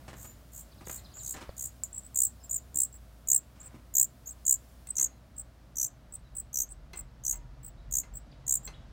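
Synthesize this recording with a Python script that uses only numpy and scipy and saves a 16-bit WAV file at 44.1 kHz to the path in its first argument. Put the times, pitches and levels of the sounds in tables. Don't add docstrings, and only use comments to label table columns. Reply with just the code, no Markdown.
import sys
import numpy as np
from scipy import signal
from scipy.fft import rfft, irfft
from scipy.io import wavfile
from scipy.ndimage import map_coordinates

SR = 44100
rng = np.random.default_rng(int(sys.argv[2]) if len(sys.argv) > 2 else 0)


def wav_record(signal):
    frames = np.transpose(np.atleast_2d(signal))
    bounded = np.clip(frames, -1, 1)
    quanta = np.round(bounded * 32767).astype(np.int16)
    wavfile.write(sys.argv[1], SR, quanta)


N = 393372
TIME_S = np.arange(N) / SR


def gain_of(db):
    return 10 ** (np.asarray(db) / 20)


def evened(x):
    return x / np.sqrt(np.mean(x ** 2) + 1e-20)


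def read(points, hz):
    point_hz, value = np.transpose(points)
    return np.interp(np.log(hz + 1), np.log(point_hz + 1), value)


def follow(rows, at):
    place, *columns = np.transpose(rows)
    return [np.interp(at, place, column) for column in columns]


def add(mix, start_s, sound):
    part = mix[max(round(start_s * SR), 0):][:len(sound)]
    part += sound[:len(part)]


def coloured(x, spectrum):
    bin_hz = np.fft.rfftfreq(len(x), 1 / SR)
    return evened(irfft(rfft(x) * gain_of(read(spectrum, bin_hz)), len(x)))


def noise(size):
    return rng.standard_normal(size)


def drift(size, hz):
    knots = rng.standard_normal(4096)
    return map_coordinates(knots, [np.arange(size) * hz / SR], order=2, mode="wrap")


def band(lo_hz, hi_hz):
    sos = signal.butter(3, [lo_hz, hi_hz], "band", fs=SR, output="sos")
    return evened(signal.sosfilt(sos, noise(N)))


def sine(hz):
    return np.sin(2 * np.pi * np.cumsum(hz) / SR)


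# (frequency [Hz], t60 [s])
YARD_T60 = [(300, 0.14), (2000, 0.53), (7500, 0.15), (15000, 0.13)]


def yard(x):
    size = SR // 2
    echoes = rng.choice([-1., 1.], size) * (rng.random(size) < 4000 / SR)
    echoes[:round(.004 * SR)] = 0
    hz, t, z = signal.stft(echoes, SR, nperseg=256)
    decay_db = -60 * t / read(YARD_T60, hz)[:, None]
    tail = signal.istft(z * gain_of(decay_db), SR, nperseg=256)[1]
    return signal.fftconvolve(x, tail / np.linalg.norm(tail))[:N]


# (frequency [Hz], relative level [dB per Hz])
MURMUR_SPECTRUM = [(20, -22), (32, -13.5), (48, 0.5), (90, 2.5), (160, -3.5), (260, -6.5), (420, -17),
                   (650, -10.5), (800, -17.5), (1400, -19.5), (2500, -27.5), (5000, -30.5), (16000, -53)]
# (time [s], level [dB])
MURMUR_COURSE = [(0.0, -60.5), (0.52, -64), (1.07, -62), (1.41, -64), (1.84, -64.5), (6.73, -65),
                 (8.7, -62.5), (8.92, -61.5)]
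# (time [s], level [dB])
HISS_COURSE = [(0, -79), (2, -78.5), (3.8, -83.5), (4.7, -78.5), (5.2, -87), (8.9, -99.5)]
# (mean frequency [Hz], level [dB])
MOTOR_HUM = [(58.6, -56), (123, -65.5)]
# (time [s], level [dB])
ENGINE_COURSE = [(0, -77), (5, -69.5), (6.8, -53.5), (7.2, -50.5), (8.9, -52)]


def outdoors(murmur_lift_db=7.5, hiss_lift_db=12.0, waver=0.2, drone_db=-8):
    murmur_db = follow(MURMUR_COURSE, TIME_S)[0] + murmur_lift_db
    hiss_db = follow(HISS_COURSE, TIME_S)[0] + hiss_lift_db
    murmur = gain_of(murmur_db) * coloured(noise(N), MURMUR_SPECTRUM)
    hiss = gain_of(hiss_db) * band(2500, 17000)
    hum = np.zeros(N)
    for hz, db in MOTOR_HUM:
        level = gain_of(db) * np.sqrt(2) * (1 + waver * drift(N, 7))
        hum += level * sine(hz + 2.5 * drift(N, 6))
    engine = band(38, 50) + gain_of(drone_db) * band(110, 150)
    return murmur + hiss + hum + gain_of(follow(ENGINE_COURSE, TIME_S)[0]) * engine


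def far_note(length_s, first_hz, last_hz, db, blur_hz=90, blur_share=.08):
    size = int(length_s * SR)
    unsteady_hz = blur_hz + blur_share * abs(last_hz - first_hz)
    hz = np.linspace(first_hz, last_hz, size) + unsteady_hz * drift(size, 587)
    return gain_of(db) * sine(hz) * signal.windows.tukey(size, .5)


SONG_START_S, SONG_GAP_S, SONG_SLOWING_S = .712, .0632, .0014
SONG_DB, SONG_SOFT_DB, SONG_RISE_S = -57.5, 6.5, 0.095
CHIRP_S, CHIRP_TOP_HZ, CHIRP_END_HZ = .028, 5600, 3064
# (time [s], length [s], first pitch [Hz], last pitch [Hz], level [dB])
CHATTER = [(2.393, .06, 5200, 5110, -65), (5.105, 0.092, 4100, 4020, -76), (6.238, 0.053, 3990, 3790, -70),
           (7.762, 0.074, 3730, 4030, -71), (8.313, 0.023, 5600, 2200, -60.5),
           (8.733, 0.021, 2810, 3960, -55)]


def far_bird(uneven_db=3.0, echo_db=-6, count=13):
    out, s = np.zeros(N), SONG_START_S
    for k in range(count):
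        softness_db = SONG_SOFT_DB * np.exp(-(s - SONG_START_S) / SONG_RISE_S)
        db = SONG_DB - softness_db + uneven_db * rng.standard_normal()
        add(out, s, far_note(CHIRP_S, CHIRP_TOP_HZ, CHIRP_END_HZ, db))
        s += SONG_GAP_S + SONG_SLOWING_S * k
    for s, *note in CHATTER:
        add(out, s, far_note(*note))
    return out + gain_of(echo_db) * yard(out)


# (time [s], decay [s], thud level [dB], grit level [dB])
STEPS = [(0.079, 0.032, -70, -45.5), (0.13, 0.018, -63, -48.5), (0.244, 0.017, -73, -51.5),
         (0.808, 0.023, -54, -52), (0.871, 0.005, -39, -41.5), (.895, 0.01, -58, -40),
         (1.168, 0.011, -68, -54.5), (1.341, 0.016, -54, -43.5), (1.362, 0.036, -57, -45),
         (1.409, 0.033, -53.5, -45.5), (2.743, 0.043, -51.5, -77), (3.555, 0.35, -72, -63.5),
         (3.742, 0.025, -48.5, -57.5), (4.989, 0.068, -55.5, -55.5)]
# (frequency [Hz], relative level [dB])
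THUD = [(40, -10), (90, -1.5), (300, 4.5), (700, -22.5), (1300, -21), (2500, -43.5)]
# (frequency [Hz], relative level [dB])
GRIT = [(200, 10), (700, 7), (1100, 7.5), (2200, 2.5), (4000, -6), (8000, -6.5), (16000, -26.5)]


def steps(grain_db=4.5, echo_db=-9):
    out, t = np.zeros(N), np.arange(SR // 4) / SR
    for s, decay_s, thud_db, grit_db in STEPS:
        spikes_db = grain_db * np.minimum(rng.exponential(1, len(t)), 5)
        grains = noise(len(t)) * gain_of(spikes_db)
        thud = gain_of(thud_db) * coloured(noise(len(t)), THUD)
        grit = gain_of(grit_db) * coloured(grains, GRIT)
        envelope = (1 - np.exp(-t / 0.0005)) * np.exp(-(t / decay_s) ** 2)
        add(out, s, (thud + grit) * envelope)
    return out + gain_of(echo_db) * yard(out)


# (frequency [Hz], relative level [dB], t60 [s])
KNOCK_MODES = [(95, 5.5, 0.013), (557, 0.5, 0.015), (1050, -17, 0.017)]


def knock(start_s=1.4927, level_db=-30.0):
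    out, t = np.zeros(N), np.arange(SR // 8) / SR
    for hz, db, t60_s in KNOCK_MODES:
        add(out, start_s, gain_of(level_db + db - 60 * t / t60_s) * np.sin(2 * np.pi * hz * t))
    return out


# (frequency [Hz], relative level [dB])
CRACK = [(500, -19), (3000, -10), (7500, -8), (16000, -4)]


def snap(start_s=1.8358, crack_db=-28, ring_db=-21, ring_hz=7600, ring_s=0.0033, squeak_db=-35,
         squeak_hz=7350, sag_hz_per_s=20000, squeak_s=0.019, fizz_db=-42, fizz_s=0.014):
    out, t = np.zeros(N), np.arange(SR // 20) / SR
    crack = gain_of(crack_db) * coloured(noise(len(t)), CRACK) * np.exp(-t / 0.00024)
    squeak = gain_of(squeak_db) * sine(squeak_hz - sag_hz_per_s * t) * np.exp(-(t / squeak_s) ** 2)
    fizz = gain_of(fizz_db) * coloured(noise(len(t)), RASP) * np.exp(-t / fizz_s)
    ring = gain_of(ring_db) * np.sin(2 * np.pi * ring_hz * t) * np.exp(-t / ring_s)
    add(out, start_s, crack + squeak + fizz + ring)
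    return out + gain_of(-17) * yard(out)


# (time [s], ring gain [dB], tick level [dB], ring tilt about 2 kHz [dB per octave])
TAPS = [(4.871, -67, -42.5, 0), (4.988, -57, -42, 5), (6.162, -82, -47.5, -2), (6.933, -48.5, -45, 0),
        (6.968, -66, -57, -16), (7.332, -56.5, -51.5, -13), (8.034, -57.5, -68, -7), (8.675, -50, -62, 5.5)]
# (frequency [Hz], relative level [dB], t60 [s])
METAL = [(954, -16, 0.48), (1003, -26, 0.31), (1290, -35, 0.12), (1720, -12.5, 0.22), (2065, 2, 0.14),
         (2144, 0.5, 0.047), (2590, 1.5, 0.036), (2684, -7, 0.16), (3355, -1.5, 0.046), (4154, 1.5, 0.069),
         (4220, -2, 0.04), (4620, -8.5, 0.096), (5685, -10, 0.051), (6180, -1.5, 0.064)]


def taps(tick_s=0.0013, rattle_db=1, rattle_s=0.035):
    out, t = np.zeros(N), np.arange(SR // 3) / SR
    for s, ring_db, tick_db, tilt_db in TAPS:
        ring = np.zeros(len(t))
        for hz, db, t60_s in METAL:
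            mode_db = db + tilt_db * np.log2(hz / 2000) - 60 * t / t60_s
            ring += gain_of(mode_db) * np.sin(2 * np.pi * (hz * t + rng.random()))
        rattle = gain_of(rattle_db) * coloured(noise(len(t)), GRIT) * np.exp(-t / rattle_s)
        tick = noise(len(t)) * np.exp(-t / tick_s)
        onset = 1 - np.exp(-t / 0.00078)
        add(out, s, gain_of(ring_db) * (ring + rattle) * onset + gain_of(tick_db) * tick)
    return out + gain_of(-16) * yard(out)


TRILL = [(0, 1, 1), (.1, .86, .95), (.2, .55, .45), (.28, .36, .08), (.42, .13, -.08), (.55, 0, .15),
         (.66, .14, .55), (.8, .58, .9), (.92, .92, 1), (1, 1, 1)]
# (frequency [Hz], gain [dB])
BEAK = [(5200, -4), (6300, 2.5), (8300, -3), (8900, -11.5), (11800, -8), (13500, 3.5), (15500, -2),
        (17000, -13)]
# (frequency [Hz], relative level [dB])
RASP = [(2500, -29), (4000, -16.5), (5500, -12.5), (7500, 12.5), (9000, 0), (11500, -5), (14000, 4.5),
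        (16000, -4.5)]
ATTACK_S = 0.0018


def call(row, shape, voice, slowing, delay, jitter, wobble, flutter_db):
    _, length_s, pitch_hz, db, octave_db = row
    effort_db = db - voice["usual_db"]
    sweep_hz = voice["sweep_hz"] + voice["sweep_hz_per_db"] * effort_db
    fade_db = voice["fade_db"] * gain_of(voice["fade_growth"] * effort_db)
    rasp_db = voice["rasp_db"] - voice["clearing"] * effort_db
    t = np.arange(int(length_s * SR)) / SR
    arch, depth, swell_db = follow(shape, t / length_s)

    cycle = voice["trill_hz"] * t * (1 - slowing * t) + .5
    cycle -= delay * np.minimum(voice["trill_hz"] * t, 1)
    height, fading = follow(TRILL, cycle % 1)
    hz = pitch_hz * arch + sweep_hz * depth * height
    hz *= 1 + jitter * drift(len(t), 1500) + wobble * drift(len(t), 130)
    phase = 2 * np.pi * np.cumsum(hz) / SR

    push_db = db + swell_db - fade_db * depth * fading + flutter_db * drift(len(t), 208.4)
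    tone = gain_of(read(BEAK, hz)) * np.sin(phase)
    below_nyquist = 2 * hz < SR / 2
    octave = gain_of(octave_db + read(BEAK, 2 * hz)) * np.sin(2 * phase) * below_nyquist
    rasp = gain_of(rasp_db + .3 * swell_db) * coloured(noise(len(t)), RASP)
    edges = np.minimum(np.minimum(t, length_s - t) / ATTACK_S, 1)
    return gain_of(push_db) * (tone + octave + rasp) * edges


CHEEPER = dict(trill_hz=70.96, usual_db=-20, sweep_hz=4436, sweep_hz_per_db=-69.5, fade_db=20.5, fade_growth=0.37, rasp_db=-13.5, clearing=0.39)
PEEPER = dict(trill_hz=64.2, usual_db=-35, sweep_hz=1450, sweep_hz_per_db=84.5, fade_db=8.5, fade_growth=.35, rasp_db=-24, clearing=.1)
# (time [s], length [s], base pitch [Hz], level [dB], octave gain [dB])
CHEEPS = [(0.154, 0.14, 6440, -49.5, -3), (0.519, .116, 6670, -44, -2), (0.854, 0.15, 6500, -37.5, -6),
          (1.219, 0.14, 6310, -34, -9.5), (1.566, 0.13, 6500, -32, -8), (2.145, 0.14, 6870, -17, -10.5),
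          (2.744, .12, 7000, -18, -11), (3.273, 0.12, 6720, -15, -12), (3.9393, 0.12, 6610, -15.5, -7.5),
          (4.4518, 0.11, 6620, -15, -15), (4.9545, 0.12, 6074, -20, -18.5),
          (5.756, .117, 5670, -25.5, -7.5), (6.5293, 0.12, 5840, -25, -6.5),
          (7.237, .11, 5990, -24.5, -11.5), (7.9105, 0.11, 6230, -23, -11),
          (8.4658, 0.12, 6650, -20, -13.5)]
PEEPS = [(0.241, 0.1, 6960, -52.5, -4), (1.138, .11, 6760, -40, -17), (1.9286, 0.07, 7450, -32, -19),
         (2.032, 0.046, 7600, -44.5, -12), (2.4296, 0.043, 7200, -47, -9), (2.495, 0.094, 6880, -23, -14),
         (2.9256, 0.051, 7400, -45, -9), (3.599, .023, 6920, -38.5, -21), (3.6288, 0.058, 7310, -40.5, -13),
         (4.258, 0.046, 6380, -39.5, -10), (4.276, .056, 7260, -40, -12), (4.8725, 0.048, 7730, -33, -16),
         (5.364, 0.058, 7480, -32.5, -13), (5.832, 0.053, 7200, -32.5, -15),
         (6.1229, 0.047, 7600, -36.5, -10), (6.351, 0.064, 7560, -28.5, -9.5),
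         (6.689, 0.048, 7560, -40, -19), (6.9583, 0.054, 7540, -35, -7), (7.325, 0.054, 7420, -41.5, -8),
         (7.631, 0.065, 7600, -39.5, -1.5), (8.138, 0.053, 7430, -39, -7), (8.6318, .052, 7170, -40.5, -9)]
# (share of length, pitch factor, share of full sweep, gain [dB])
CHEEP_SHAPE = [(0, 1.05, .65, -11.5), (.12, 1.0, .95, -5.5), (.3, .98, .95, -1), (.55, 1.04, 1, 1.5),
               (.76, 1.09, .65, 0), (.88, 1.08, .22, -11), (1, 1.05, .06, -23)]
PEEP_SHAPE = [(0, 1.01, 0.66, -6.5), (.12, 1.0, .9, -6), (.3, 1.0, 1.0, -2), (.55, 1.02, .95, 0),
              (.76, 1.04, .6, -1.5), (.88, 1.02, .25, -11), (1, .98, .05, -13.5)]
# (delay [s], gain [signed amplitude])
HOUSING = [(.0008, 0.043), (.0014, -0.14), (.0019, -0.36), (.0027, 0.16), (.0037, .16), (.0052, -0.14)]
# (time [s], level [dB])
NEST_ECHO = [(0, -3), (1.3, -12), (2.2, -15), (3.3, -24.5), (8.9, -18)]


def nestlings():
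    voice = np.zeros(N)
    for row in CHEEPS:
        add(voice, row[0], call(row, CHEEP_SHAPE, CHEEPER, slowing=0.68, delay=0.13,
                                jitter=.018, wobble=0.015, flutter_db=0.4))
    for row in PEEPS:
        add(voice, row[0], call(row, PEEP_SHAPE, PEEPER, slowing=.6, delay=0.25,
                                jitter=0.005494, wobble=0.01, flutter_db=4.0))
    near = voice.copy()
    for delay_s, gain in HOUSING:
        add(near, delay_s, gain * voice)
    wet = gain_of(follow(NEST_ECHO, TIME_S)[0])
    return (near + wet * yard(near)) / np.sqrt(1 + wet ** 2)


def scene():
    background = outdoors() + far_bird()
    handling = steps() + knock() + snap() + taps()
    return (background + handling + nestlings())[None]


def record(dry):
    lowpass = signal.firwin(401, 15950, window=("kaiser", 8), fs=SR)
    return signal.oaconvolve(dry, lowpass[None], "same")


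dry = scene()
out = record(dry)
wav_record(out)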